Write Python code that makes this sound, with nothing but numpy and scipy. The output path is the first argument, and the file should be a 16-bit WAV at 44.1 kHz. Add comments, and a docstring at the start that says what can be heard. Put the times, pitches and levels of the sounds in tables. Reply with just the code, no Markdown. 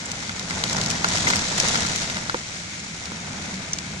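"""Heavy rain and hail on a window, heard from just behind the glass. From the start, small drops
spatter and heavy ones patter over the wash of the street, the roof below rumbles, and single
hailstones ping, tick and knock close by. Half a second in, a gust swells the rain and makes the
pane drum; the hail comes thicker, and at 1.4 s a car hisses past on wet tyres. Soon after 2 s
the gust drops, leaving softer rain and a few stray stones."""
import sys
import numpy as np
from scipy import signal
from scipy.fft import rfft, irfft, next_fast_len
from scipy.io import wavfile
from scipy.ndimage import map_coordinates

SR = 44100
rng = np.random.default_rng(int(sys.argv[2]) if len(sys.argv) > 2 else 0)


def put_to_file(sound):
    """Save the sound as 16-bit audio at rate SR, in the file named by the first command-line argument."""
    columns = np.atleast_2d(sound).T  # one column per channel
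    safe = np.clip(columns, -1, 1)
    whole_steps = np.round(safe * 32767)
    wavfile.write(sys.argv[1], SR, whole_steps.astype(np.int16))


N = 176400

# The gust as three fader rides, before trims (time [s], spatter [dB], patter [dB], drumming [dB])
STORM_FADERS = [(0, -36, -41.5, -39.5), (0.44, -35.5, -40.5, -37.5), (0.56, -30, -34, -34.5),
                (0.8, -29, -33.5, -31.5), (1.0, -31, -35, -33.5), (1.12, -25, -32.0, -32),
                (1.3, -26, -31.5, -30.5), (1.48, -29, -35, -35.5), (1.68, -23.5, -30.5, -32.5),
                (1.86, -29, -36, -31), (1.98, -26.5, -35.5, -36), (2.2, -34, -37.5, -36.5),
                (2.45, -36.5, -46.5, -40), (2.9, -38, -46.5, -40.5), (3.3, -37.5, -41, -36.5),
                (3.57, -36.5, -40.5, -35), (3.68, -38, -41.5, -39.5), (4, -39, -43.5, -36.5)]
# EQ of small drops, heavy drops, rain on the street and the roof (frequency [Hz], gain [dB])
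SPATTER_EQ = [(700, -11), (1500, -5), (2060, -0.5), (2830, -6), (3600, -1), (4700, -2.5), (5700, 0),
              (6900, -2), (8200, -10.5), (10500, -18), (12000, -41), (15000, -47)]
PATTER_EQ = [(120, -38), (280, -5), (480, 2.5), (900, 2.5), (1130, -3.5), (1450, 2.5), (2060, -4.5),
             (2600, -10), (5000, -71)]
STREET_EQ = [(900, -46), (1170, -6.5), (1420, 0.5), (1960, -1.5), (2130, 5), (2810, -3), (3650, -5),
             (5040, -7), (6410, -2.5), (10400, -20.5), (11700, -60)]
ROOF_EQ = [(38, -40), (50, -19), (62, -7), (85, -2.5), (120, -5), (160, -1.5), (200, -1), (260, -7.5),
           (330, -12), (420, -18.5), (900, -93)]
# Cues for small stones that ring, and that only tick (time [s], relative level [dB], pitch [Hz])
PING_CUES = [(0.058, -31, 6760), (0.767, -24, 5290), (1.737, -28.5, 6600), (3.7328, -20.5, 5750)]
TICK_CUES = [(0.116, -25, 6050), (0.395, -26, 4960), (0.499, -30, 4820), (0.697, -25, 5200),
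             (0.73, -22.5, 6000), (0.8138, -21.5, 3800), (0.837, -26, 5600), (0.861, -22.5, 5800),
             (0.9018, -20.5, 6800), (0.911, -24, 6200), (1.087, -22, 6570), (1.155, -25, 5800),
             (1.182, -26, 6000), (1.282, -22, 6500), (1.287, -20, 5560), (1.358, -20, 5600),
             (1.366, -22, 3700), (1.392, -23.5, 5000), (1.581, -22.5, 7540), (1.6, -15.5, 5770),
             (1.676, -28, 3970), (1.685, -18.5, 5430), (1.76, -29, 4500), (1.806, -24.5, 6300),
             (1.865, -25.5, 5840), (1.96, -20.5, 6800), (2.02, -31, 6860), (3.056, -31.5, 5260),
             (3.541, -33, 3900), (3.786, -26, 5960)]
# EQ of cracking ice (frequency [Hz], gain [dB])
CRACK_EQ = [(300, -20), (1200, 3), (2000, 7), (3000, 6.5), (6300, 8), (8000, 2), (11000, -9), (15000, -25)]
# Cues for big stones (time [s], relative level [dB], pitch [Hz], crack level [dB])
KNOCK_CUES = [(0.294, -26, 1640, -31.5), (0.508, -23.5, 1790, -29.5), (0.638, -26, 2000.0, -18.5),
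              (0.786, -22.5, 1300, -34), (1.0447, -13.5, 1340, -21), (1.173, -23.5, 2010, -29),
              (1.271, -16.5, 2400, -25), (1.279, -20, 895, -26), (1.302, -23, 1440, -19.5),
              (1.306, -20, 1090, -20), (1.335, -17.5, 1900, -29), (1.634, -27, 700, -31),
              (1.745, -24, 1200, -24), (1.756, -19.5, 1600, -21), (1.85, -23.5, 1500, -33),
              (2.099, -27, 1600.0, -26.5), (2.169, -24.5, 1770, -30.5), (2.2966, -19, 1430, -26.5),
              (2.3446, -17.5, 780, -46), (3.119, -30.5, 850, -38)]
# Modes of the struck glass (frequency [Hz], gain [dB], T60 [s])
GLASS_MODES = [(370, -2, 0.069), (500, 1, 0.027), (950, -1.5, 0.0098), (1190, 1, 0.01), (1420, 2, 0.018),
               (2033, -1, 0.025)]
# EQ of wet tyres (frequency [Hz], gain [dB])
TYRE_EQ = [(200, -2), (800, -4), (2000, -3.5), (5500, 5), (8000, 0), (12000, -76)]
# Stereo image of rain, roof and car (frequency [Hz], left-right correlation [-1..1])
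STEREO_IMAGE = [(60, .97), (220, 0.98), (400, 0.56), (950, 0.42), (1400, -0.13), (2200, -0.12),
                (3500, 0.083)]
# Tonal balance of the microphones (frequency [Hz], left minus right [dB])
MIC_BALANCE = [(200, -0.5), (500, 1.5), (950, -5), (1350, -1.5), (2080, 7), (2800, 1.5), (3700, 4.5),
               (5600, 3.5), (6900, -6), (8500, -2.5), (13000, -7.5)]

SPATTER_TRIM_DB, PATTER_TRIM_DB, STREET_DB, ROOF_TRIM_DB = 0.02, 0.9, -39, -0.5
SPATTER_GROWTH, PANE_GROWTH = 1.06, 1.6  # dB per dB of fader
PANE_HZ, PANE_T60_S, PANE_DB = 173.2, 0.086, -43.5  # the pane's lowest mode
CRACK_RISE_S, CRACK_T60_S, FOCUS_DB, FOCUS_OCTAVES = .0003, .014, 7.5, 0.48
PING_T60_S, PING_UPPER_RATIO, PING_CRACK_MIX = .034, 1.1, .45
TICK_TRIM_DB, KNOCK_TRIM_DB = 0.5, -0.5
KNOCK_OCTAVES, SPOT_SPREAD_DB, CONTACT_CYCLES = 0.4, 0.7, .18
CAR_NEAREST_S, CAR_DB, CAR_M_PER_S, CAR_DISTANCE_M = 1.4, -31.5, 13.4, 4.2
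MIC_LAG_S, HIGH_CUT_HZ = .00027, 15700


def amp(db):
    return 10 ** (np.asarray(db) / 20)


def unit_rms(x):
    return x / np.sqrt(np.mean(x ** 2) + 1e-20)


def unit_attack(x):
    """Scale an impact to rms 1 over its first 5 ms."""
    return x / np.sqrt(np.mean(x[..., :SR // 200] ** 2))


def decay(t, t60):
    return amp(-60 * t / t60)


def curve(points, hz):
    """Read (frequency, value) points on a log frequency axis."""
    freqs, values = np.transpose(points)
    return np.interp(np.log(hz + 1), np.log(freqs + 1), values)


def filtered(x, response):
    """EQ x with a gain given as a function of frequency."""
    n = x.shape[-1]
    padded = next_fast_len(n + n // 4)
    return irfft(rfft(x, padded) * response(np.fft.rfftfreq(padded, 1 / SR)), padded)[..., :n]


def stereo_bed(pair, eq):
    """EQ two unrelated signals into a stereo bed of rms 1, near mono in the bass."""
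    def response(hz):
        width = np.arccos(np.clip(curve(STEREO_IMAGE, hz), -1, 1)) / 2
        return amp(curve(eq, hz)) * [np.cos(width), np.sin(width)]
    mid, side = filtered(pair, response)
    return unit_rms(np.array([mid + side, mid - side]))


def place(out, time_s, hit):
    """Lay in a close hit; it reaches the right microphone first."""
    for channel, start in enumerate([time_s + MIC_LAG_S / 2, time_s - MIC_LAG_S / 2]):
        part = out[channel, max(round(start * SR), 0):][:hit.shape[1]]
        part += hit[channel, :len(part)]


def drops(per_s, t60, spread_db=3, spots=14):
    """Drops of random size land on many spots; each spot answers with its own short burst."""
    t = np.arange(SR // 25) / SR
    out = np.zeros((2, N))
    count = int(per_s * N / SR / spots)
    for _ in range(spots):
        burst = rng.standard_normal((2, len(t))) * decay(t, t60)
        onsets = (rng.random(count) * N).astype(int)
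        sizes = amp(spread_db * np.clip(rng.standard_normal(count), -2, 2))
        hits = np.bincount(onsets, sizes, N)
        out += signal.oaconvolve(hits[None], unit_rms(burst), axes=1)[:, :N]
    return out


def rain(spatter_db, patter_db, flurry_db=.8, flurry_hz=25.9):
    """Small drops spatter and heavy ones patter on the glass, over the even wash of the street."""
    knots = rng.standard_normal(400)
    flutter_db = flurry_db * map_coordinates(knots, [np.arange(N) * flurry_hz / SR], mode="wrap")
    spatter_db = spatter_db.max() + SPATTER_GROWTH * (spatter_db - spatter_db.max())
    spatter = stereo_bed(drops(per_s=1800, t60=.011), SPATTER_EQ) * amp(spatter_db + SPATTER_TRIM_DB)
    patter = stereo_bed(drops(per_s=900, t60=.024), PATTER_EQ) * amp(patter_db + PATTER_TRIM_DB)
    street = amp(STREET_DB) * stereo_bed(rng.standard_normal((2, N)), STREET_EQ)
    return amp(flutter_db) * (spatter + patter) + street


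def roof(drumming_db):
    """The low end: the roof rumbles under the downpour."""
    return amp(drumming_db + ROOF_TRIM_DB) * stereo_bed(rng.standard_normal((2, N)), ROOF_EQ)


def pane(drumming_db):
    """The pane booms in its lowest mode when the gust hits it."""
    t = np.arange(SR // 2) / SR
    ring = np.sin(2 * np.pi * PANE_HZ * t) * decay(t, PANE_T60_S)
    boom = unit_rms(signal.fftconvolve(rng.standard_normal(N), ring)[:N])
    return boom * amp(PANE_DB + PANE_GROWTH * (drumming_db - drumming_db.mean()))


def crack(t, pitch_hz):
    """Ice meets a hard surface: a bright, brief burst with a bell boost at its pitch."""
    envelope = (1 - np.exp(-t / CRACK_RISE_S)) * decay(t, CRACK_T60_S)
    burst = rng.standard_normal((2, len(t))) * envelope
    bell_db = lambda hz: FOCUS_DB * np.exp(-.5 * (np.log2((hz + 1) / pitch_hz) / FOCUS_OCTAVES) ** 2)
    return unit_attack(filtered(burst, lambda hz: amp(curve(CRACK_EQ, hz) + bell_db(hz))))


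def hail_pings(t):
    """Small stones ring like glass: a crack, a ringing mode and a briefer one just above it."""
    out = np.zeros((2, N))
    for time_s, db, hz in PING_CUES:
        phase = rng.random((2, 1))  # one for each microphone
        lower = np.sin(2 * np.pi * (hz * t + phase)) * decay(t, PING_T60_S)
        upper = 2 * np.sin(2 * np.pi * (PING_UPPER_RATIO * hz * t + phase)) * decay(t, CRACK_T60_S)
        ring = unit_attack((lower + upper) * (1 - np.exp(-t / CRACK_RISE_S)))
        place(out, time_s, amp(db) * (ring + PING_CRACK_MIX * crack(t, hz)))
    return out


def hail_ticks(t):
    """Small stones tick: all crack, no ring."""
    out = np.zeros((2, N))
    for time_s, db, hz in TICK_CUES:
        place(out, time_s, amp(db + TICK_TRIM_DB) * crack(t, hz))
    return out


def hail_knocks(t):
    """Big stones knock the glass modes near their own pitch, with a crack on top."""
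    out = np.zeros((2, N))
    mode_hz, mode_db, t60 = np.transpose(GLASS_MODES)[:, :, None]
    modes = np.cos(2 * np.pi * mode_hz * t) * decay(t, t60)
    for time_s, db, pitch_hz, crack_db in KNOCK_CUES:
        spot_db = rng.normal(0, SPOT_SPREAD_DB, mode_hz.shape)  # each spot favours other modes
        weights = amp(mode_db + spot_db) / (1 + (np.log2(mode_hz / pitch_hz) / KNOCK_OCTAVES) ** 2)
        attack = 1 - np.exp(-t * pitch_hz / CONTACT_CYCLES)  # dull blows rise more slowly
        body = unit_attack(attack * np.sum(weights * modes, axis=0))
        place(out, time_s, amp(db + KNOCK_TRIM_DB) * body + amp(crack_db) * crack(t, pitch_hz=4120))
    return out


def recess_reverb(hits, send_db=-15, t60=.05, predelay_s=.002):
    """The walls around the window give each hit a brief tail."""
    t = np.arange(SR // 8) / SR
    tail = rng.standard_normal((2, len(t))) * decay(t, t60) * (t > predelay_s)
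    return amp(send_db) * signal.fftconvolve(hits, tail / np.linalg.norm(tail[0]), axes=1)[:, :N]


def car_pass():
    """Wet tyres hiss, swelling as the car nears and fading as it leaves."""
    distance = np.hypot(CAR_DISTANCE_M, CAR_M_PER_S * (np.arange(N) / SR - CAR_NEAREST_S))
    hiss = stereo_bed(rng.standard_normal((2, N)), TYRE_EQ)
    return amp(CAR_DB) * CAR_DISTANCE_M / distance * hiss


def scene():
    """The mix: rain, roof and pane ride the gust, under the hail and the passing car."""
    times, *faders = np.transpose(STORM_FADERS)
    spatter_db, patter_db, drumming_db = [np.interp(np.arange(N) / SR, times, db) for db in faders]
    beds = rain(spatter_db, patter_db) + roof(drumming_db) + pane(drumming_db)
    hit_t = np.arange(SR // 16) / SR  # time axis of one hailstone
    hail = hail_pings(hit_t) + hail_ticks(hit_t) + hail_knocks(hit_t)
    return beds + hail + recess_reverb(hail) + car_pass()


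def record(dry):
    """Each microphone has its own colour; a steep high cut takes off the very top."""
    sides = np.array([[.5], [-.5]])
    return filtered(dry, lambda hz: amp(curve(MIC_BALANCE, hz) * sides) * (hz < HIGH_CUT_HZ))


dry = scene()
out = record(dry)
put_to_file(out)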